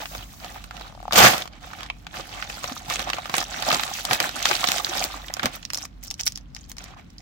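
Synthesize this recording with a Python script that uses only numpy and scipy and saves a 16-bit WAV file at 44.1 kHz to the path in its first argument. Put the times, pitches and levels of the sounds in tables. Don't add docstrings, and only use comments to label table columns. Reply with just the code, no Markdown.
import sys
import numpy as np
from scipy import signal
from scipy.fft import rfft, irfft
from scipy.io import wavfile
from scipy.ndimage import uniform_filter1d

SR = 44100
rng = np.random.default_rng(int(sys.argv[2]) if len(sys.argv) > 2 else 0)


def output_pcm(signal):
    pcm = np.clip(np.atleast_2d(signal).T, -1, 1) * 32767
    wavfile.write(sys.argv[1], SR, np.round(pcm).astype(np.int16))


N = 317961
TIME = np.arange(N) / SR
CONTROL_TIME = TIME[::64]
TAPS = 1024
BINS = np.fft.rfftfreq(TAPS, 1 / SR)

# frequency in Hz, relative level in dB.
BAG_FILM = [(60, -32.5), (130, -1), (400, -10), (600, -3), (750, 1), (950, -4.5), (1250, -2), (1700, -8),
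            (3800, -6), (7000, -10.5), (10900, -22.5), (14500, -12.5), (16000, -26)]
# frequency in Hz, relative level in dB.
RUSTLE_COLOUR = [(50, -34.5), (120, 7.5), (330, -7), (430, -11), (740, 2), (980, -5.5), (1200, -1.5),
                 (1700, -2.5), (3600, -3.5), (7000, -8.5), (8500, -13.5), (11000, -21), (14400, -13.5),
                 (16000, -18)]


def gain_of(db):
    return 10 ** (np.asarray(db) / 20)


def evened(x):
    return x / np.sqrt(np.mean(x ** 2) + 1e-20)


def read(points, hz):
    f, value = np.transpose(points)
    return np.interp(np.log(hz + 1), np.log(f + 1), value)


def add(mix, s, sound):
    part = mix[:, max(round(s * SR), 0):][:, :sound.shape[-1]]
    part += sound[..., :part.shape[1]]


def panned(db):
    return evened(gain_of([[db / 2], [-db / 2]]))


def causal(gain):
    log_gain = np.log(np.maximum(gain / gain.max(), 1e-5))
    circle = np.concatenate([log_gain, log_gain[-2:0:-1]])
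    return np.exp(np.conj(signal.hilbert(circle)))[:len(gain)]


def stroke_power(rows, attack_s, release_s, sag_db):
    start, length, db = np.transpose(rows)[:3, :, None]
    t = CONTROL_TIME - start
    edges = np.minimum(np.minimum(t / attack_s, (length - t) / release_s), 0)
    level = gain_of(db - sag_db * np.clip(t / length, 0, 1))
    return (level * np.exp(edges)) ** 2


def effort(rows, attack_s, release_s, sag_db, held=((0, -100),), held_bright_db=0):
    power = stroke_power(rows, attack_s, release_s, sag_db)
    rest = gain_of(np.interp(CONTROL_TIME, *np.transpose(held))) ** 2
    total = power.sum(0) + rest
    bright_db = (np.transpose(rows)[3] @ power + held_bright_db * rest) / total
    work = np.transpose([CONTROL_TIME, 10 * np.log10(total), bright_db])
    return work[total > 1e-9]


def crease(film, hz, octaves, flutter, flutter_s, lag_s, rise_s=0.000069):
    flip = 60
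    t = (np.arange(TAPS) - flip) / SR
    swell = evened(np.exp(np.minimum(t / rise_s, -t / flutter_s))) / np.sqrt(TAPS)
    shared, left, right = rng.standard_normal((3, TAPS)) * swell
    same = 1 / (1 + (BINS / 900) ** 2)
    shake = same * rfft(shared) + np.sqrt(1 - same ** 2) * rfft(np.array([left, right]))
    kick = rng.choice([-1, 1]) * rfft(t == 0)
    facet = (1 + (np.log2((BINS + 1) / hz) / octaves) ** 2) ** (-3 / 4)
    colour = causal(gain_of(read(film, BINS)) * facet)
    late_samples = np.round(np.maximum([[-lag_s], [lag_s]], 0) * SR)
    delay = np.exp(-2j * np.pi * BINS * late_samples / SR)
    wave = irfft((kick + flutter * shake) * colour * delay)
    return wave / np.sqrt((wave ** 2).sum(1, keepdims=True))


def snaps(rows, film, level_db, flutter, flutter_s, rise_s, width, lag_s):
    out = np.zeros((2, N))
    for s, db, hz, octaves, side_db in rows:
        size = (2000 / hz) ** 0.7
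        lag = lag_s * np.tanh(side_db / 3)
        wave = crease(film, hz, octaves * width, flutter, flutter_s * size, lag, rise_s * size)
        add(out, s - .001, gain_of(db + level_db) * panned(side_db) * wave * np.sqrt(SR / 200))
    return out


def crackle(work, film, per_s, spread_db, rub, wander_db, octaves, flutter_s, side_db, count=52):
    s, db, bright_db = np.transpose(work)
    t = np.arange(max(s[0], 0), s[-1], 1 / SR)
    folds = np.arange(t[0], t[-1] + .1, 1 / 30)
    lags = rng.permutation(np.linspace(-1, 1, count)) * .00042
    grip = gain_of(0.087 * (np.interp(t, s, db) - db.max()))
    swarm = np.zeros((2, len(t)))
    for hz, lag_s in zip(np.geomspace(250, 16000, count), lags):
        chance = rng.random(len(t)) * count * SR / per_s
        at = np.flatnonzero(chance < 1)
        kicks = np.zeros(len(t))
        kicks[at] = gain_of(spread_db * np.minimum(-np.log(chance[at]), 4)) * (-1) ** at
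        loose = np.interp(t, folds, gain_of(wander_db * rng.standard_normal(len(folds))))
        drive = (grip * evened(kicks) + rub * rng.standard_normal(len(t))) * loose
        facet = crease([(20, 0)], hz, octaves, 1.64, flutter_s, lag_s)
        swarm += np.sqrt(hz) * signal.oaconvolve(drive[None], facet, axes=1)[:, :len(t)]
    colour = irfft(causal(gain_of(read(film, BINS))))
    swarm = signal.oaconvolve(swarm, colour[None], axes=1)[:, :len(t)]
    dull = signal.lfilter(*signal.butter(1, 2600, fs=SR), swarm)
    tilt = gain_of(np.interp(t, s, bright_db) * 0.69)
    swarm = dull / tilt + (swarm - dull) * tilt
    power = (swarm ** 2).mean(0)
    power = uniform_filter1d(uniform_filter1d(power, size=1200), size=1200)
    steady = swarm / np.sqrt(abs(power) + 1e-9)
    out = np.zeros((2, N))
    add(out, t[0], steady * gain_of(np.interp(t, s, db)) * panned(side_db))
    return out


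def room_tone(level_db, hum_hz, hum_width_hz, hum_db):
    # frequency in Hz, relative level in dB.
    tone_colour = [(15, -27.5), (30, -19.5), (45, 3.5), (62, -3.5), (100, -6.5), (150, -9), (185, -9),
                   (300, -12.5), (370, -24.5), (750, -29.5), (1200, -30), (4500, -42), (8000, -58.5),
                   (16000, -61)]
    # frequency in Hz, left-right likeness from 0 to 1.
    likeness = [(40, 0.55), (150, 1), (400, 0), (1000, 0), (16000, 0)]
    hz = np.fft.rfftfreq(N, 1 / SR)
    a, b, c = rfft(rng.standard_normal((3, N)))
    same = np.clip(read(likeness, hz), -1, 1)
    pair = np.array([a, same * a + np.sqrt(1 - same ** 2) * b])
    air = irfft(pair * gain_of(read(tone_colour, hz)), N)
    hum = irfft(c / (1 + ((hz - hum_hz) / hum_width_hz) ** 2), N)
    return gain_of(level_db) * evened(air) + gain_of(hum_db) * evened(hum)


def room(x, corner_db, tail_db):
    # frequency in Hz, decay in seconds.
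    decay = [(150, .35), (800, 0.1), (3000, 0.22), (8000, 0.1), (15000, 0.18)]
    # delay to left in s, delay to right in s, level in dB.
    echoes = [(.0017, 0.0027, -26.5), (.0034, 0.0027, -23), (.0052, 0.0066, -19), (.0086, .0082, -16.5)]
    # frequency in Hz, width in Hz, dB before corner_db.
    corner = [(191, 15, -2.5), (222.4, 11, -10), (530, 24, 4), (613, 7.6, -20), (710, 50, -3.5),
              (846.6, 79, 1), (1210, 10, -5.5), (1363, 11, -8), (1570, 15, -10.5), (1800, 40, -10)]
    t = np.arange(SR // 2) / SR
    sparse = rng.random((2, len(t))) < 3000 / SR
    taps = rng.choice([-1., 1.], (2, len(t))) * sparse * (t > .008)
    hz, when, z = signal.stft(taps, SR, nperseg=256)
    fade = gain_of(-60 * when / read(decay, hz)[:, None])
    tail = signal.istft(z * fade, SR, nperseg=256)[1]
    response = gain_of(tail_db) * tail / np.linalg.norm(tail[0])
    for left_s, right_s, db in echoes:
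        response[[0, 1], [int(left_s * SR), int(right_s * SR)]] += gain_of(db)
    for hz, width, db in corner:
        ring = np.exp(-np.pi * width * t) * np.cos(2 * np.pi * hz * t)
        add(response, 0, gain_of(db + corner_db) * 2 * np.pi * width / SR * ring)
    return signal.fftconvolve(x, response, axes=1)[:, :N]


def glide():
    # start in seconds, length in seconds, level in dB.
    slides = [(0.0, 0.16, -43), (.16, 0.25, -51), (.43, .12, -51), (.79, 0.052, -60)]
    # frequency in Hz, relative level in dB.
    glide_colour = [(500, -12.5), (3000, -8), (6500, -1), (8500, -7.5), (11000, -8.5), (14500, -3),
                    (16000, -1)]
    gain = gain_of(read(glide_colour, np.fft.rfftfreq(N, 1 / SR)))
    hiss = irfft(rfft(rng.standard_normal((2, N))) * gain, N)
    power = stroke_power(slides, attack_s=0.038, release_s=.04, sag_db=-2.5).sum(0)
    return evened(hiss) * np.sqrt(np.interp(TIME, CONTROL_TIME, power))


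def thuds():
    # start in seconds, envelope peak in dB, pitch in Hz, swell and fade time constant in seconds.
    bumps = [(0.176, -38, 104, 0.01), (1.181, -27, 194, 0.017), (1.215, -23, 86.6, 0.011),
             (1.25, -18.5, 191, 0.0082), (2.326, -42.5, 87, 0.0076), (2.715, -29, 252, 0.0046),
             (2.883, -34, 152, 0.0045), (3.336, -30.5, 155.7, 0.0038), (4.107, -29, 134, 0.0031),
             (4.198, -37, 239, 0.003), (4.503, -34, 362, 0.0089), (4.684, -31, 246, 0.0026),
             (4.888, -36, 350, 0.0077), (5.444, -21.5, 247, 0.0038), (5.452, -26, 96, 0.0029)]
    out, t = np.zeros((2, N)), np.arange(SR // 8) / SR
    for s, db, hz, fade_s in bumps:
        envelope = t / fade_s * np.exp(1 - t / fade_s)
        add(out, s, gain_of(db) * envelope * np.sin(2 * np.pi * hz * t))
    return out


def wrapper():
    # start in seconds, length in seconds, level in dB, brightness in dB before scaling.
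    squeezes = [(5.63, 0.017, -50, -10), (5.735, 0.11, -36, 0), (6.034, 0.044, -38.5, 2.5),
                (6.11, 0.0065, -39, -1), (6.195, 0.017, -32.5, 5), (6.266, 0.0077, -25.5, 14),
                (6.355, 0.047, -51, -10), (6.555, 0.099, -52, -5), (6.695, 0.015, -42, 8),
                (6.79, 0.065, -50.5, 4), (6.87, 0.054, -65.5, -5), (7.19, .02, -53.5, -2.5)]
    # time in seconds, dB before level_db, centre in Hz, octaves before width, left-right dB.
    stiff_creases = [(5.3386, -21, 5640, 1.3, -7), (5.6291, -36, 2710, 0.3, -6),
                     (5.6511, -25.5, 3760, 0.4, -7), (5.7024, -25.5, 1980, 0.67, -4.5),
                     (5.7334, -22, 3580, 4.4, -1.5), (5.7455, -21, 4210, 1.4, -1.5),
                     (5.7734, -24.5, 4430, 1.4, -0.5), (5.8207, -34, 4210, 1.5, -7),
                     (5.8521, -30, 1480, 2.9, -2), (6.1034, -26, 5820, 0.5, -0.5),
                     (6.1108, -24.5, 4970, 1.8, -0.5), (6.141, -32, 4570, 0.67, -3.5),
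                     (6.1971, -27, 3300, 1.1, -0.5), (6.2093, -23.5, 4760, 1.1, 0),
                     (6.2339, -27, 4960, 0.66, -6), (6.2651, -20, 6600, 1.1, -0.5),
                     (6.27, -17.5, 4870, 0.29, -11), (6.2767, -15.5, 5000, 1.4, -2),
                     (6.3214, -33.5, 6360, 1.1, 0), (6.3571, -27.5, 4530, 0.66, -1.5),
                     (6.3746, -31, 4140, 2.3, -1), (6.5481, -32.5, 5390, 0.9, -3),
                     (6.5644, -32.5, 2120, 0.79, 4), (6.7164, -33, 2710, 3.3, -2),
                     (6.7675, -39, 2000, 1.8, 0), (6.7828, -30.5, 3500, 1.6, -1),
                     (6.8407, -35, 7300, 2.4, -3.5), (7.1028, -49.5, 4500, 1.2, -6),
                     (7.1819, -38, 4500, 0.32, -3.5)]
    # frequency in Hz, relative level in dB.
    snap_colour = [(200, -16), (800, -2.5), (2000, -2), (3800, -3.5), (5500, 7), (8500, -5), (11000, -7),
                   (14500, -8), (16000, -5)]
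    # frequency in Hz, relative level in dB.
    fine_colour = [(200, -64), (2000, -22), (4000, -8), (5200, 6), (6200, 7.5), (7600, -3), (11000, -16),
                   (14500, -17), (16000, -17)]
    work = effort(squeezes, attack_s=.006, release_s=0.0097, sag_db=2.0)
    sound = snaps(stiff_creases, snap_colour, level_db=-1.75, flutter=5.9, flutter_s=0.0025,
                  rise_s=0.00032, width=0.9, lag_s=.00015)
    sound += crackle(work, fine_colour, per_s=350, spread_db=4.0, rub=0.05, wander_db=3,
                     octaves=0.16, flutter_s=0.0016, side_db=-6.0)
    dull = crackle(work, RUSTLE_COLOUR, per_s=350, spread_db=4.0, rub=0.22, wander_db=5,
                   octaves=0.53, flutter_s=0.0025, side_db=2)
    return sound + gain_of(-4.5) * dull


def stray_creases(work, over_db, spread_db, centre_hz, scatter_octaves, octaves, side_db, count=110):
    s, db, _ = np.transpose(work)
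    when = s[0] + (np.arange(count) + rng.random(count)) / count * (s[-1] - s[0])
    size, pitch, side = rng.uniform(-1.2, 1, (count, 3)).T
    level_db = np.interp(when, s, db) + over_db + spread_db * size
    hz = centre_hz * 2 ** (scatter_octaves * pitch)
    return np.transpose([when, level_db, hz, np.full(count, octaves), side_db + 5 * side])


def bag():
    # start in seconds, length in seconds, level in dB, brightness in dB before scaling.
    crumples = [(0.0, 0.033, -34.5, -17), (.125, 0.11, -40.5, -6), (.315, .025, -48.5, 3),
                (.42, 0.097, -41, -6), (.552, 0.027, -41.5, -7), (.6, 0.056, -49.5, -2),
                (.745, 0.14, -43, -5), (1.525, 0.048, -48.5, -17), (1.63, 0.19, -43, -3),
                (1.8, 0.07, -41.5, -8), (2.156, .049, -34.5, -5), (2.334, 0.11, -38, -4.5),
                (2.494, 0.1, -39.5, 3.5), (2.635, 0.08, -35, 0), (2.772, 0.0095, -37.5, 10),
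                (2.909, 0.043, -26.5, 1), (3.0, 0.022, -29, -6.5), (3.082, 0.0072, -28.5, -8),
                (3.145, 0.033, -35, -4), (3.355, 0.062, -26, 1), (3.52, 0.4, -33, -4),
                (3.68, 0.075, -22, -1), (3.782, .05, -32, 5), (3.934, .074, -32, 13),
                (4.065, .02, -33.5, -6), (4.122, 0.027, -22, 0), (4.212, 0.055, -25.5, -2),
                (4.365, 0.14, -31.5, -1.5), (4.462, .1, -24, 3.5), (4.603, 0.056, -27.5, 1.5),
                (4.68, 0.11, -26, 3.5), (4.855, 0.13, -31, 2.5), (4.959, 0.093, -26.5, 1),
                (5.117, 0.047, -35.5, -2), (5.447, 0.017, -26, -8), (5.543, 0.012, -34.5, -0.5),
                (6.8, 0.14, -47, -49), (6.977, 0.0099, -42, -10)]
    # time in seconds, level in dB.
    held = [(0, -56.5), (1.05, -53.5), (1.5, -62), (2.06, -56.5), (2.25, -43), (2.85, -44.5), (3.2, -41),
            (4.6, -38), (5.3, -43), (5.6, -54), (5.95, -65), (6.6, -66.5), (7.2, -62)]
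    # time in seconds, dB before level_db, centre in Hz, octaves before width, left-right dB.
    loud_creases = [(0.02, -30, 780, 0.73, 0.5), (0.0564, -27.5, 2280, 1.1, 1),
                    (0.1501, -27.5, 1210, 2, -2.5), (0.445, -29, 1400, 3, -0.5),
                    (0.559, -33, 888, 0.71, -1), (0.6405, -34, 2400, 5.3, -3),
                    (0.7094, -30, 1550, 1.1, -2.5), (0.767, -34, 3020, 0.82, -10),
                    (0.8106, -31.5, 1020, 2.2, -3.5), (1.1096, -24.5, 1405, 0.7, 0.5),
                    (1.1239, -16.5, 2600, 2.4, 3), (1.1318, -15, 2230, 5.6, 1.5),
                    (1.3376, -19, 2585, 1.3, -15), (1.3802, -23.5, 6530, 3.2, -4),
                    (1.4208, -23.5, 2980, 0.67, -1.5), (1.4559, -32, 940, 2.1, 2.5),
                    (1.4761, -33.5, 3150, 2.5, -4), (1.7336, -30, 1450, 0.8, -4),
                    (1.8071, -32, 1800, 1.6, -9), (1.8318, -29.5, 2400, 1.8, -1),
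                    (1.9, -28, 1000, 0.47, -1), (1.9002, -21.5, 2560, 0.27, -1.5),
                    (2.0675, -29.5, 2170, 1.2, 1.5), (2.1413, -32, 1750, 0.45, -1.5),
                    (2.1972, -28, 700, 1.8, -7), (2.4249, -22, 2110, 0.65, -6),
                    (2.4994, -26.5, 1950, 2.4, 1.5), (2.6414, -21.5, 1730, 3.2, 1.5),
                    (2.7221, -29.5, 3010, 4.2, -2), (2.7649, -30.5, 1170, 0.56, 1.5),
                    (2.8998, -21, 3170, 1.6, -6), (2.923, -26.5, 3980, 0.73, -1.5),
                    (2.9574, -22.5, 2100, 1.5, 0.5), (2.9935, -21.5, 2540, 2, -6.5),
                    (3.0907, -24.5, 1480, 0.8, -7), (3.1003, -19, 2490, 2.4, -2.5),
                    (3.1325, -18.5, 2600, 0.76, -1.5), (3.1838, -22.5, 910, 1.05, 0),
                    (3.257, -26, 1800, 1.5, -2.5), (3.2963, -24, 1120, 3.5, -2),
                    (3.3407, -14, 1230, 1.6, -3), (3.3816, -14.5, 2160, 5.4, -4.5),
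                    (3.4261, -25.5, 1210, 1.2, 1), (3.6238, -20, 2740, 2.3, -4),
                    (3.6818, -17, 775, 0.59, -1), (3.7157, -14.5, 2610, 1.1, -1),
                    (3.727, -13.5, 1230, 3.3, -2), (3.7448, -16.5, 4350, 0.99, -2),
                    (3.7961, -19.5, 1470, 1.2, -9), (3.8341, -19.5, 3460, 2.5, 0),
                    (3.8881, -32, 1270, 0.4, -9), (4.0511, -19, 6720, 1.5, 3.5),
                    (4.1104, -12.5, 1680, 1.3, -1), (4.1318, -13, 3830, 2.3, -5.5),
                    (4.202, -12, 2600, 2.9, -1), (4.254, -27, 1020, 0.74, -2),
                    (4.2918, -24, 3300, 2.5, -3.5), (4.427, -20.5, 6750, 1.6, -5.5),
                    (4.4554, -10, 2740, 1.36, -0.5), (4.5123, -12, 1440, 1.6, 5.5),
                    (4.551, -19, 3180, 0.68, -12), (4.6412, -12, 1390, 2, -7),
                    (4.6734, -18, 5280, 1.2, -1.5), (4.6867, -14.5, 3230, 3.8, -2),
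                    (4.718, -14.5, 7000, 3, -3.5), (4.7821, -19.5, 3510, 0.99, -14),
                    (4.7985, -22.5, 1090, 0.45, -15), (4.8466, -16.5, 4450, 0.6, -3.5),
                    (5.04, -18, 7100, 1.3, 1), (5.2827, -29.5, 2930, 0.51, -5.5),
                    (5.2992, -31, 855, 1.1, -1), (5.3676, -26.5, 1110, 2.5, -4),
                    (5.3951, -19.5, 1770, 0.57, -1), (5.4316, -19, 1070, 4.3, -10),
                    (5.457, -14, 2000, 14, -1.5)]
    work = effort(crumples, attack_s=0.02, release_s=0.02, sag_db=1.5, held=held, held_bright_db=-1)
    strays = stray_creases(work, over_db=1.5, spread_db=4.0, centre_hz=2200, scatter_octaves=0.99,
                           octaves=1.0, side_db=-2.5)
    sound = snaps([*loud_creases, *strays], BAG_FILM, level_db=-2.15, flutter=2.0, flutter_s=0.003,
                  rise_s=0.00055, width=0.62, lag_s=.0003)
    return sound + crackle(work, RUSTLE_COLOUR, per_s=550, spread_db=3.5, rub=0.66, wander_db=4.5,
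                           octaves=0.26, flutter_s=0.0028, side_db=-3.0)


def seam_pops(count=8):
    last_s, step_s = 1.08, .026
    rows = []
    for k in range(count):
        db = -22.5 - 6 * np.log2(k + 1)
        rows.append((last_s - k * step_s, db, 800, .7, 3))
    return snaps(rows, BAG_FILM, level_db=-4, flutter=1.3, flutter_s=0.001,
                 rise_s=0.0001, width=0.6, lag_s=.0002)


def rip():
    # start in seconds, length in seconds, level in dB, brightness in dB before scaling.
    tugs = [(1.138, 0.025, -22, 0), (1.161, .011, -13.5, 6), (1.178, 0.062, -9.5, -2.5),
            (1.243, 0.028, -8.5, -0.5), (1.29, 0.054, -21.5, -0.5), (1.36, .055, -32, 0.5)]
    # frequency in Hz, relative level in dB.
    tear_colour = [(35, -36), (75, 4), (190, -3), (370, -12), (520, -7.5), (760, -0.5), (930, -8),
                   (1200, -4), (2400, -8), (6500, -12.5), (8500, -19), (11000, -25.5), (14800, -14.5),
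                   (16000, -25.5)]
    work = effort(tugs, attack_s=.007, release_s=0.022, sag_db=0.5)
    return crackle(work, tear_colour, per_s=2400, spread_db=2.0, rub=0.4, wander_db=2.0,
                   octaves=0.52, flutter_s=0.0041, side_db=-2.0)


def scene():
    film = glide() + thuds() + wrapper() + bag() + seam_pops() + rip()
    tone = room_tone(level_db=-47.0, hum_hz=47.9, hum_width_hz=1.6, hum_db=-50.5)
    return film + room(film, corner_db=-8.5, tail_db=-20.0) + tone


def record(dry):
    flattened = np.clip(dry, -1, 1)
    low_pass = signal.firwin(511, 16200, window=("kaiser", 9), fs=SR)
    return signal.oaconvolve(flattened, low_pass[None], "same")


dry = scene()
out = record(dry)
output_pcm(out)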